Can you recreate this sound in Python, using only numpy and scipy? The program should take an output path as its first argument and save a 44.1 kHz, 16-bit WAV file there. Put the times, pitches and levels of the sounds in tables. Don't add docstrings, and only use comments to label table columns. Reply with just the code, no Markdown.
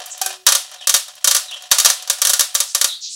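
import sys
import numpy as np
from scipy import signal
from scipy.fft import rfft, irfft
from scipy.io import wavfile
from scipy.ndimage import uniform_filter1d

SR = 44100
rng = np.random.default_rng(int(sys.argv[2]) if len(sys.argv) > 2 else 0)


def generate_wav(signal):
    frames = np.transpose(np.atleast_2d(signal))
    scaled = np.clip(frames, -1, 1) * 32767
    pcm = np.round(scaled).astype(np.int16)
    wavfile.write(sys.argv[1], SR, pcm)


N = 138915
LOWEST_HZ = 496


def amp(db):
    return 10 ** (np.asarray(db) / 20)


def unit(x):
    return x / np.sqrt(np.mean(x ** 2) + 1e-20)


def read(points, hz):
    f, value = np.transpose(points)
    return np.interp(np.log(hz + 1), np.log(f + 1), value)


def add(mix, start_s, sound):
    part = mix[max(round(start_s * SR), 0):][:len(sound)]
    part += sound[:len(part)]


def above(x, hz):
    return signal.sosfilt(signal.butter(6, hz, "high", fs=SR, output="sos"), x)


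def colour(x, points, tilt_db_per_octave=0):
    hz = np.fft.rfftfreq(len(x), 1 / SR)
    octaves = np.log2(np.maximum(hz, 500) / 5000)
    gain = amp(read(points, hz) + tilt_db_per_octave * octaves)
    return unit(irfft(rfft(x) * gain, len(x)))


def die_away(x, t60, hold_s=0.00095):
    hz, t, z = signal.stft(x, SR, nperseg=128)
    decay_db = -60 * np.maximum(t - hold_s, 0) / read(t60, hz)[:, None]
    return signal.istft(z * amp(decay_db), SR, nperseg=128)[1][:len(x)]


def band_noise(hz, width_hz):
    count = len(hz) + SR // 10
    noise = rng.standard_normal(count) + 1j * rng.standard_normal(count)
    lowpass = signal.butter(3, min(width_hz, SR / 2) / 2, fs=SR, output="sos")
    band = signal.sosfilt(lowpass, noise)[-len(hz):]
    carrier = np.exp(2j * np.pi * np.cumsum(hz) / SR)
    return unit((band * carrier).real)


AIR_DB = -60
RUMBLE_HZ, RUMBLE_WIDTH_HZ, RUMBLE_DB = 146, 98, -70


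def quiet_air():
    hiss = unit(np.diff(rng.standard_normal(N + 1)))
    rumble = band_noise(np.full(N, RUMBLE_HZ), RUMBLE_WIDTH_HZ)
    return amp(AIR_DB) * hiss + amp(RUMBLE_DB) * rumble


# (frequency [Hz], level [dB], t60 [s])
HUM_MODES = [(735, 0, .13), (612, -6, .08)]


def hum(contacts):
    t = np.arange(SR) / SR
    ring = sum(amp(db - 60 * t / t60) * np.sin(2 * np.pi * hz * t) for hz, db, t60 in HUM_MODES)
    return above(signal.fftconvolve(contacts, ring)[:N], LOWEST_HZ)


CONTACTS_PER_S, CONTACT_SPREAD_DB, CONTACT_DECAY_S = 140, 4, 0.013
ROLL_HUM_DB = -9
# (time [s], level [dB])
ROLL_LEVEL = [(0, -29.5), (0.048, -39), (.2, -40.5), (.3, -32), (.44, -52.5), (.66, -39.5), (.85, -44),
              (1.12, -43.5), (1.209, -44.5), (1.56, -41.5), (1.69, -42), (1.95, -38.5), (2.07, -41.5),
              (2.401, -39), (2.7, -52), (2.92, -52.5), (3.028, -80)]
# (frequency [Hz], gain [dB])
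ROLL_SPECTRUM = [(300, -39), (550, -6), (900, -4.5), (1450, 2.5), (2100, -4.5), (3500, 8), (7000, -1),
                 (11000, -7.5), (16000, -62)]


def rolling(wall):
    force = amp(CONTACT_SPREAD_DB * np.minimum(rng.exponential(1, N), 2))
    contacts = force * (rng.random(N) < CONTACTS_PER_S / SR)
    wall_ring = wall * np.exp(-np.arange(len(wall)) / SR / CONTACT_DECAY_S)
    rattle = colour(signal.fftconvolve(contacts, wall_ring)[:N], ROLL_SPECTRUM)
    level_db = np.interp(np.arange(N) / SR, *np.transpose(ROLL_LEVEL))
    return (rattle + amp(ROLL_HUM_DB) * unit(hum(contacts))) * amp(level_db)


LIKENESS = 0.54
RISE_S = 0.0018
SNAP_DB, SNAP_DECAY_S = -5, 0.0027
CRACK_DB = -4.5
TAIL_DB, TAIL_RISE_S = -17.5, 0.016
MODES_DB, MODE_SPREAD_DB, MODE_T60_S = -23, 1.5, 0.11
# (frequency [Hz], gain [dB])
CRACK_SPECTRUM = [(400, -16.5), (540, -16), (850, -17.5), (1250, -4.5), (2300, -12.5), (3600, 0.5),
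                  (5200, 0), (6300, 4.5), (8000, -0.5), (11000, -0.5), (15500, -15.5)]
# (frequency [Hz], t60 [s])
CRACK_DECAY = [(1200, 0.06), (6000, 0.055), (14000, 0.035)]
# (frequency [Hz], gain [dB])
TAIL_SPECTRUM = [(400, -22.5), (560, -6), (1300, -0.5), (2200, -7), (3500, 2.5), (6500, 2), (10000, 2.5),
                 (15500, -11)]
# (frequency [Hz], t60 [s])
TAIL_DECAY = [(300, 0.35), (800, 0.24), (2500, 0.36), (6000, 0.34), (14000, 0.23)]
# (frequency [Hz], level [dB])
STRONG_MODES = [(557, -4), (735, -13), (1173, -1), (1440, -4), (1620, -7), (1815, -4), (2256, -9),
                (3183, 0), (3730, 1), (4544, 1), (5690, -1), (6098, 3), (6225, 2), (6840, 0), (7645, -1)]


def contact(wall, tilt_db_per_octave):
    t = np.arange(len(wall)) / SR
    dense = np.sqrt(LIKENESS) * wall + np.sqrt(1 - LIKENESS) * rng.standard_normal(len(t))
    snap = amp(SNAP_DB) * unit(np.diff(rng.standard_normal(len(t) + 1))) * np.exp(-t / SNAP_DECAY_S)
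    crack = amp(CRACK_DB) * die_away(colour(dense, CRACK_SPECTRUM, tilt_db_per_octave), CRACK_DECAY)
    tail = amp(TAIL_DB) * die_away(colour(dense, TAIL_SPECTRUM, tilt_db_per_octave), TAIL_DECAY)
    tail = tail * (1 - np.exp(-t / TAIL_RISE_S))
    ring = np.zeros(len(t))
    for hz, db in STRONG_MODES:
        level_db = MODES_DB + db + MODE_SPREAD_DB * rng.standard_normal()
        ring += amp(level_db - 60 * t / MODE_T60_S) * np.sin(2 * np.pi * (hz * t + rng.random()))
    return above((snap + crack + tail + ring) * np.minimum(t / RISE_S, 1), LOWEST_HZ)


TOUCH_HUM_DB = -21
# (time [s], level [dB], brightness [dB per octave])
TICKS = [(0.001, -22.5, -11), (0.0585, -21, 11), (0.177, -27, 3), (0.3272, -25.5, -5), (0.714, -28, -3.5),
         (0.7415, -27.5, -4.5), (1.0815, -26, -2.5), (1.152, -33.5, 4), (1.510, -24, -3),
         (1.541, -29, -3.5), (1.6213, -27.5, -1), (1.7075, -27, -3), (2.0232, -22.5, -1.5),
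         (2.0739, -19.5, -2.5), (2.1844, -22.5, -2), (2.2934, -4.5, 5.5), (2.544, -14, 17)]


def ticks(wall):
    out, touches = np.zeros(N), np.zeros(N)
    for start_s, db, tilt in TICKS:
        add(out, start_s, amp(db) * contact(wall, tilt))
        add(touches, start_s, amp([TOUCH_HUM_DB + db - tilt]))
    return out + hum(touches)


# (start [s], length [s], first [Hz], last [Hz], width [Hz], level [dB])
SWISHES = [(0.101, 0.043, 7400, 6960, 2350, -33), (0.778, 0.098, 4070, 2740, 447, -40.5),
           (1.468, 0.058, 4250, 3450, 400, -38), (1.505, 0.053, 2600, 3230, 450, -30),
           (2.658, 0.083, 5830, 6840, 4020, -36), (2.87, 0.075, 4100, 3570, 504, -29),
           (2.91, .08, 3500, 4230, 1010, -36.5), (3.003, .1, 6100, 4870, 2880, -31.5),
           (3.076, 0.12, 5440, 7000, 4160, -34)]


def swishes(wet_db=-5, lowest_hz=2500):
    out = np.zeros(N)
    for start_s, length_s, first_hz, last_hz, width_hz, db in SWISHES:
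        u = np.linspace(0, 1, int(length_s * SR))
        glide_hz = first_hz + (last_hz - first_hz) * np.sin(np.pi / 2 * u)
        add(out, start_s, amp(db) * unit(band_noise(glide_hz, width_hz) * np.sin(np.pi * u)))
    echo = die_away(rng.standard_normal(16384), TAIL_DECAY)
    wet = signal.fftconvolve(out, echo / np.linalg.norm(echo))[:N]
    return above(out + amp(wet_db) * wet, lowest_hz)


THUD_DB, THUD_DECAY_S = -33, 0.0016


def thud(top_hz=500):
    t = np.arange(SR // 10) / SR
    push = signal.lfilter(*signal.butter(2, top_hz, fs=SR), rng.standard_normal(len(t)))
    return amp(THUD_DB) * unit(push) * np.exp(-t / THUD_DECAY_S)


DULLING = 0.31
# (time [s], level [dB])
BLOWS = [(.2140, -7.5), (0.2602, -9), (0.4654, 6), (0.486, -2), (0.5208, -0.5), (0.5497, -1.5),
         (0.871, -2.5), (.8930, -1), (0.94, -0.5), (0.9454, -1.5), (0.963, -8.5), (1.243, -1.5), (1.273, 0),
         (1.279, -4.5), (1.3105, -1), (1.3472, -1.5), (1.3637, -4), (1.7138, 4.5), (1.7835, -1),
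         (1.7984, -1.5), (1.847, 0.5), (1.856, 4), (1.8990, -2), (2.0982, -1.5), (2.2167, -1),
         (2.2493, -2.5), (2.2697, -3), (2.2988, -4.5), (2.333, -1.5), (2.3935, -1), (2.4070, -2),
         (2.5496, -1.5), (2.602, -2.5), (2.7472, -2), (2.8123, -2), (2.8427, -1.5)]


def blows(wall):
    out = np.zeros(N)
    for start_s, db in BLOWS:
        add(out, start_s, amp(db) * contact(wall, -DULLING * db))
        add(out, start_s, min(amp(db), 1) ** 2 * thud())
    return out


# (time [s], level [dB])
PANEL_BLOWS = [(.2140, -29), (0.2604, -29)]
# (frequency [Hz], level [dB], t60 [s])
PANEL_MODES = [(372, -17.5, 1), (470, -15.5, 0.28), (762, 3.5, 0.2), (1330, -8, 0.13), (1550, -3, 0.21),
               (2500, -8, 0.31)]


def panel(rise_s=0.00043, beat_width_hz_per_khz=40, beating=0.61):
    out, t = np.zeros(N), np.arange(SR) / SR
    for start_s, level_db in PANEL_BLOWS:
        for hz, db, t60 in PANEL_MODES:
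            neighbours = band_noise(np.full(len(t), hz), beat_width_hz_per_khz * hz / 1000)
            tone = np.sin(2 * np.pi * hz * t) + beating * neighbours
            envelope = amp(level_db + db - 60 * t / t60) * (1 - np.exp(-t / rise_s)) ** 2
            add(out, start_s, envelope * tone)
    return out


ECHO_S, ECHO_DB = 0.032, -17.5


def surface_echo(clatter):
    out = np.zeros(N)
    add(out, ECHO_S, amp(ECHO_DB) * clatter)
    return out


def scene():
    wall = rng.standard_normal(20000)
    clatter = ticks(wall) + blows(wall)
    mix = quiet_air() + rolling(wall) + clatter + swishes() + panel() + surface_echo(clatter)
    return mix[None]


LIMIT_DB, LIMIT_SHARE, RECOVER_DB_PER_S = -2, 0.66, 515.5
CEILING = 0.81
BASS_HZ, BASS_CUT = 402, 0.55
EDGE_HZ = 15950


def record(dry):
    power_db = 10 * np.log10(abs(uniform_filter1d(dry[0] ** 2, size=88)) + 1e-12)
    fall_db = np.arange(N) * RECOVER_DB_PER_S / SR
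    held_db = np.maximum.accumulate(power_db + fall_db) - fall_db
    over_db = np.maximum(held_db - LIMIT_DB, 0)
    limited = dry * amp(-LIMIT_SHARE * uniform_filter1d(over_db, size=44))
    clipped = np.clip(limited, -CEILING, CEILING)
    bass = signal.sosfiltfilt(signal.butter(2, BASS_HZ, fs=SR, output="sos"), clipped)
    thin = clipped - BASS_CUT * bass
    band_limit = signal.firwin(255, EDGE_HZ, window=("kaiser", 8), fs=SR)
    return signal.oaconvolve(thin, band_limit[None], "same")


dry = scene()
out = record(dry)
generate_wav(out)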